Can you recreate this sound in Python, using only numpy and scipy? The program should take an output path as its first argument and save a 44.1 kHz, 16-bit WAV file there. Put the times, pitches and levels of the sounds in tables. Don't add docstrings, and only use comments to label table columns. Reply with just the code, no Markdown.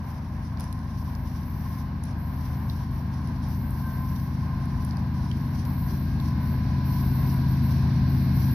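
import sys
import numpy as np
from scipy import signal
from scipy.fft import rfft, irfft
from scipy.io import wavfile

SR = 44100
rng = np.random.default_rng(int(sys.argv[2]) if len(sys.argv) > 2 else 0)


def store_pcm(level_fs):
    pcm = np.round(np.clip(level_fs, -1, 1) * 32767).astype(np.int16)
    wavfile.write(sys.argv[1], SR, np.atleast_2d(pcm).T)


N = 376613
T = np.arange(N) / SR
PROGRESS = T / T[-1]
HZ = np.fft.rfftfreq(N, 1 / SR)
CYCLE_HZ = 8.785

# (multiple of the cycle [1], relative level [dB])
EXHAUST_HARMONICS = [(1, -44), (2, -39), (3, -33), (4, -31), (5, -23), (6, -12), (7, -16), (8, -19),
                     (9, -2), (10, -13), (11, -8), (12, -8), (13, -17), (14, -9), (15, 0), (16, -8),
                     (17, -14), (18, -8), (19, -15), (20, -16), (21, -10), (22, -12), (23, -21), (24, -16),
                     (25, -13), (26, -14), (27, -15), (28, -12), (29, -21), (30, -17), (31, -22), (32, -26),
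                     (33, -22), (34, -25), (35, -28), (36, -31), (37, -28)]
# (time [s], level [dB])
EXHAUST_LEVEL = [(0, -32.5), (1.5, -30.5), (3.3, -28.5), (4.2, -28), (5.7, -26), (6.8, -24.3), (7.4, -22),
                 (8.54, -21.5)]
# (time [s], relative gain [dB])
BOOM_GAIN = [(0, -8), (.8, -8.5), (1.5, -6.5), (2.7, -3.5), (4, -1.5), (6.4, -2.5), (7.3, 3), (8.54, 1.5)]
# (time [s], level [dB])
WHEEL_LEVEL = [(0, -65.5), (2, -60), (4, -58.5), (5.5, -56.5), (7, -50.5), (8.54, -48.5)]
# (frequency [Hz], rms waver [Hz], final level [dB], total rise [dB])
MACHINE_TONES = [(376, 1, -54.5, 14), (1079, 6, -56, 4), (1619, 7, -57.5, 13), (2159, 7, -64.5, 11),
                 (4114, 25, -67, 20)]
# (frequency [Hz], relative spectral density [dB])
RUMBLE_SPECTRUM = [(15, -38), (32, -21), (44, -12), (54, 5.5), (68, 3), (95, -4), (108, 4.5), (126, -5.5),
                   (150, -1.5), (240, -4.5), (300, -14), (385, -20.5), (440, -34), (1500, -76)]
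WHEEL_SPECTRUM = [(460, -10.5), (700, 4), (1300, -14), (1520, 2.5), (1900, -4), (2400, -4.5), (3200, -13),
                  (4200, -4), (5800, -10), (6600, -36.5), (8200, -42)]
HIGHWAY_SPECTRUM = [(200, -11), (470, -11.5), (680, -6), (900, -3), (1030, 2), (1130, -7.5), (1330, -14),
                    (1550, -9.5), (2000, -15.5), (3100, -27), (5800, -34.5), (7000, -47.5)]
LENS_SPECTRUM = [(2500, -10), (5500, -16), (7000, -29), (8400, -36), (9300, -15.5), (10900, 6), (11700, -1),
                 (12850, 13), (13500, -2.5), (14000, 8.5), (15000, 5), (15500, -14.5)]
RUSTLE_SPECTRUM = [(1500, -23), (3200, -3), (4200, -3.5), (5000, 1.5), (5800, 4), (6600, -10), (8200, -23),
                   (9400, -6), (11000, -6), (15000, -36.5)]
TICK_SPECTRUM = [(1500, -17), (3000, -6.5), (5000, 1), (6200, -2.5), (7800, -12.5), (9500, 1.5), (11000, 4),
                 (12500, -8), (15500, -10)]
# (start [s], duration [s], relative level [dB])
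DRIVE_RUNS = [(.02, 0.086, -62.5), (.95, 0.5, -60.5), (1.43, 0.36, -57.5), (2.16, .61, -58.5),
              (2.89, 0.12, -60.5), (3.46, .78, -55.5), (4.79, 0.074, -59), (5.34, .24, -60.5),
              (5.63, 0.39, -53), (6.17, .11, -59), (6.39, 0.14, -54.5), (6.83, 0.51, -50),
              (7.46, 0.061, -52.5), (7.61, 0.095, -50.5), (8.07, .19, -52.5), (8.32, 0.24, -48)]
FINGER_STROKES = [(.4, .1, -60), (.57, 0.11, -56), (.82, 0.3, -60.5), (1.24, .16, -58), (1.62, 0.18, -58),
                  (2.02, 0.1, -60), (2.35, .2, -59.5), (2.66, 0.19, -58.5), (3.1, 0.13, -59.5),
                  (3.4, .16, -58), (3.72, 0.19, -60.5), (4.13, 0.082, -56.5), (4.78, .12, -58),
                  (5.12, 0.28, -59), (5.52, 0.077, -53), (5.86, .09, -54.5), (6.2, 0.1, -57),
                  (6.93, 0.075, -54), (7.22, .12, -57), (7.67, 0.056, -53)]
# (start [s], duration [s], pitch [Hz], relative level [dB], upper fifth re pitch [dB])
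TYRE_PASSES = [(.53, .5, 1047, -51, -15), (1.62, 0.21, 1053, -50.5, -13), (3.598, 0.21, 1041, -61, 4.5),
               (3.79, 0.084, 1041, -43.5, -5.5), (3.95, 0.065, 1035, -40, -14),
               (4.42, 0.23, 1053, -47.5, -9), (4.69, 0.14, 1025, -45, -16), (5, 0.31, 993, -51.5, -9.5),
               (6.18, 0.64, 1011, -47.5, -14), (6.85, .3, 999, -50.5, -7), (7.2, .38, 982, -49, -22)]
# (time [s], peak [dB], resonance [Hz], fall to either side [dB/octave], left - right [dB])
CASE_TICKS = [(0.572, -44, 4470, 16, -6), (0.598, -34, 11100, -1, 0), (0.606, -35, 11100, -1, -5),
              (0.64, -41, 11000, -2, -2), (0.7267, -35.5, 12500, -1, -1), (.79, -49, 5050, 15, -1),
              (1.151, -41, 5200, 14, -1), (2.0368, -35, 10000, 3, -1), (2.053, -43, 10900, -2, -4),
              (2.698, -37, 3800, 21, -5), (3.273, -40, 10600, -4.5, 2), (3.707, -44.5, 9200, 8, 5),
              (4.655, -46, 10400, 2, 1), (4.8485, -37, 10800, 4, -1), (4.9092, -43.5, 4715, 12, -9),
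              (4.9696, -37.5, 4790, 5, -4), (5.314, -35.5, 3020, 14, -3), (5.652, -38, 11500, -4, -3),
              (6.2, -42, 3500, 11, -2)]
# (start [s], duration [s], start pitch [Hz], end pitch [Hz], level [dB])
BIRD_CHIRPS = [(1.868, 0.057, 3080, 2815, -69), (5.23, 0.074, 4700, 5350, -63)]
# (frequency [Hz], correlation [1])
PORT_CORRELATION = [(60, .99), (150, .997), (280, .992), (500, .92), (1000, .6), (2000, .32), (4000, .2)]
# (frequency [Hz], left - right [dB])
PORT_BALANCE = [(50, 5), (130, 0.8), (400, 3), (1000, 0.9), (2000, -1), (4500, -3), (9000, 3)]


def amp(db):
    return 10 ** (np.asarray(db) / 20)


def pan(db):
    return amp([[db / 2], [-db / 2]])


def unit_rms(x):
    return x / np.sqrt(np.mean(abs(x) ** 2) + 1e-30)


def over_time(rows):
    return np.interp(T, *np.transpose(rows))


def over_frequency(rows, hz=HZ):
    row_hz, value = np.transpose(rows)
    return np.interp(np.log(hz + 1), np.log(row_hz), value)


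def drift(rate_hz):
    t = np.linspace(0, T[-1], num=1024)
    speeds, phases = rng.random((2, 12, 1))
    waves = np.sin(2 * np.pi * (rate_hz * speeds * t + phases))
    return np.interp(T, t, unit_rms(waves.sum(0)))


def stereo_noise(spectrum):
    common, independent = rfft(rng.standard_normal((2, N)))
    correlation = np.clip(over_frequency(PORT_CORRELATION), -1, 1)
    right = correlation * common + np.sqrt(1 - correlation ** 2) * independent
    side = amp(over_frequency(PORT_BALANCE) / 2)
    pair = irfft(np.array([common * side, right / side]) * spectrum, N)
    return pair / np.sqrt(np.mean(pair.mean(0) ** 2))


def gate(start_s, length_s, attack_s, release_s):
    rise = np.clip((T - start_s) / attack_s, 0, 1)
    return rise * np.exp(-np.maximum(T - start_s - length_s, 0) / release_s)


def bursts(rows, rest_db, attack_s, release_s):
    gain = amp(rest_db)
    for start_s, length_s, db in rows:
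        gain = np.maximum(gain, amp(db) * gate(start_s, length_s, attack_s, release_s))
    return gain


def exhaust(boom_order=15, fade_db=0.16, brighten_db=2):
    cycles = CYCLE_HZ * T + .003 * drift(.4)
    nearness = PROGRESS - .75
    drone, power = np.zeros(N), 0
    for order, db in EXHAUST_HARMONICS:
        tilt_db = brighten_db * nearness * np.log2(order / boom_order)
        gain = amp(db + fade_db * drift(1.144) + tilt_db)
        if order == boom_order:
            gain = amp(db + over_time(BOOM_GAIN))
        wander = .12 * drift(2)
        drone += gain * np.sin(2 * np.pi * (order * cycles + rng.random()) + wander)
        power += gain ** 2 / 2
    return amp(over_time(EXHAUST_LEVEL)) * drone / np.sqrt(power) * pan(1.6)


def rumble(bass_db=-40, bass_rise_db=9, body_db=-10, split_hz=85, throb=0.36):
    spectrum = amp(over_frequency(RUMBLE_SPECTRUM))
    bass_share = 1 / (1 + (HZ / split_hz) ** 8)
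    bass = stereo_noise(spectrum * np.sqrt(bass_share))
    turbulence = stereo_noise(spectrum * np.sqrt(1 - bass_share))
    puffs = 1 + throb * np.cos(2 * np.pi * 2 * CYCLE_HZ * T)
    rolling = amp(bass_db + bass_rise_db * (PROGRESS - .5)) * bass
    return rolling + amp(over_time(EXHAUST_LEVEL) + body_db) * puffs * turbulence


def wheels():
    return amp(over_time(WHEEL_LEVEL)) * stereo_noise(amp(over_frequency(WHEEL_SPECTRUM)))


def whines(fade_db=2, port_lag_rad=1.0):
    out = np.zeros((2, N))
    for hz, waver_hz, db, rise_db in MACHINE_TONES:
        phase = 2 * np.pi * np.cumsum(hz + waver_hz * drift(2 * waver_hz)) / SR
        level_db = db + rise_db * (PROGRESS - 1) + fade_db * drift(4)
        lag = port_lag_rad * np.array([np.zeros(N), drift(2)])
        out += amp(level_db) * np.sqrt(2) * np.sin(phase + lag)
    return out


def highway(level_db=-46.5, rise_db=2.0, flutter_db=1.02):
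    gain = amp(level_db + rise_db * (PROGRESS - .5) + flutter_db * drift(9))
    return gain * stereo_noise(amp(over_frequency(HIGHWAY_SPECTRUM)))


def lens_drive(trim_db=2, mode_spacing_hz=25, mode_spread_db=3.2, lag_s=0.000414, flicker_db=0.5):
    left, independent = rfft(rng.standard_normal((2, N)))
    mode_hz = np.arange(0, SR / 2, mode_spacing_hz)
    modes_db = mode_spread_db * np.interp(HZ, mode_hz, rng.standard_normal(len(mode_hz)))
    right = (left + independent) / np.sqrt(2) * np.exp(-2j * np.pi * HZ * lag_s)
    spectrum = amp(over_frequency(LENS_SPECTRUM) + modes_db)
    fizz = unit_rms(irfft(np.array([left, right]) * spectrum, N))
    effort = bursts(DRIVE_RUNS, rest_db=-71 + 9 * PROGRESS, attack_s=0.031, release_s=0.092)
    return fizz * effort * amp(trim_db + flicker_db * drift(25)) * pan(2)


def rustle(trim_db=-2, shift_db=3.2, grain_db=2.34):
    grip_db = -68 + 7 * PROGRESS + shift_db * drift(5)
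    pressure = bursts(FINGER_STROKES, rest_db=grip_db, attack_s=0.03, release_s=0.04)
    slips = amp(trim_db + grain_db * drift(60))
    return pressure * slips * stereo_noise(amp(over_frequency(RUSTLE_SPECTRUM)))


def tyres(trim_db=-2, sag_hz_per_s=12, waver_hz=3, flicker_db=2.0, port_lag_rad=0.49):
    out = np.zeros((2, N))
    waver = waver_hz * drift(24)
    lag = port_lag_rad * np.array([np.zeros(N), drift(6)])
    flickers = amp(trim_db + flicker_db * np.array([drift(24), drift(24)]))
    for start_s, length_s, hz, db, fifth_db in TYRE_PASSES:
        swell = gate(start_s, length_s, attack_s=0.05, release_s=0.12)
        on = swell > .001
        pitch_hz = hz - sag_hz_per_s * (T[on] - start_s) + waver[on]
        tread_phase = 2 * np.pi * np.cumsum(pitch_hz / 2) / SR
        for order, level_db, flicker in zip((2, 3), (db, db + fifth_db), flickers):
            tone = np.sqrt(2) * np.sin(order * tread_phase + lag[:, on])
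            out[:, on] += amp(level_db) * (swell * flicker)[on] * tone
    return out


def ticks(snap_s=0.00095, tail_s=0.051, tail_db=-21, ring_db=8, half_width_hz=450):
    out = np.zeros((2, N))
    t, hz = T[:4096], np.fft.rfftfreq(4096, 1 / SR)
    snap = t / snap_s * np.exp(1 - t / snap_s)
    envelope = snap + amp(tail_db) * np.exp(-t / tail_s)
    for start_s, peak_db, ring_hz, fall_db, pan_db in CASE_TICKS:
        resonance_db = ring_db / (1 + ((hz - ring_hz) / half_width_hz) ** 2)
        octaves_away = abs(np.log2((hz + 1) / ring_hz))
        spectrum = amp(over_frequency(TICK_SPECTRUM, hz) + resonance_db - fall_db * octaves_away)
        tick = irfft(rfft(rng.standard_normal((2, len(t)))) * spectrum) * envelope
        tick /= abs(tick.mean(0)).max()
        at = round(start_s * SR)
        out[:, at:at + len(t)] += tick * amp(peak_db) * pan(pan_db)
    return out


def bird():
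    out = np.zeros(N)
    for start_s, length_s, start_hz, end_hz, db in BIRD_CHIRPS:
        elapsed = np.clip((T - start_s) / length_s, 0, 1)
        hz = start_hz + (end_hz - start_hz) * elapsed
        whistle = np.sqrt(2) * np.sin(2 * np.pi * np.cumsum(hz) / SR)
        out += amp(db) * np.sin(np.pi * elapsed) * whistle
    return out * pan(-1)


def scene():
    train = exhaust() + rumble() + wheels() + whines()
    return train + highway() + lens_drive() + rustle() + tyres() + ticks() + bird()


def record(dry):
    cutoff_hz = 15600
    lowpass = signal.firwin(511, cutoff_hz, window=("kaiser", 9), fs=SR)
    return signal.oaconvolve(dry, lowpass[None], "same")


dry = scene()
out = record(dry)
store_pcm(out)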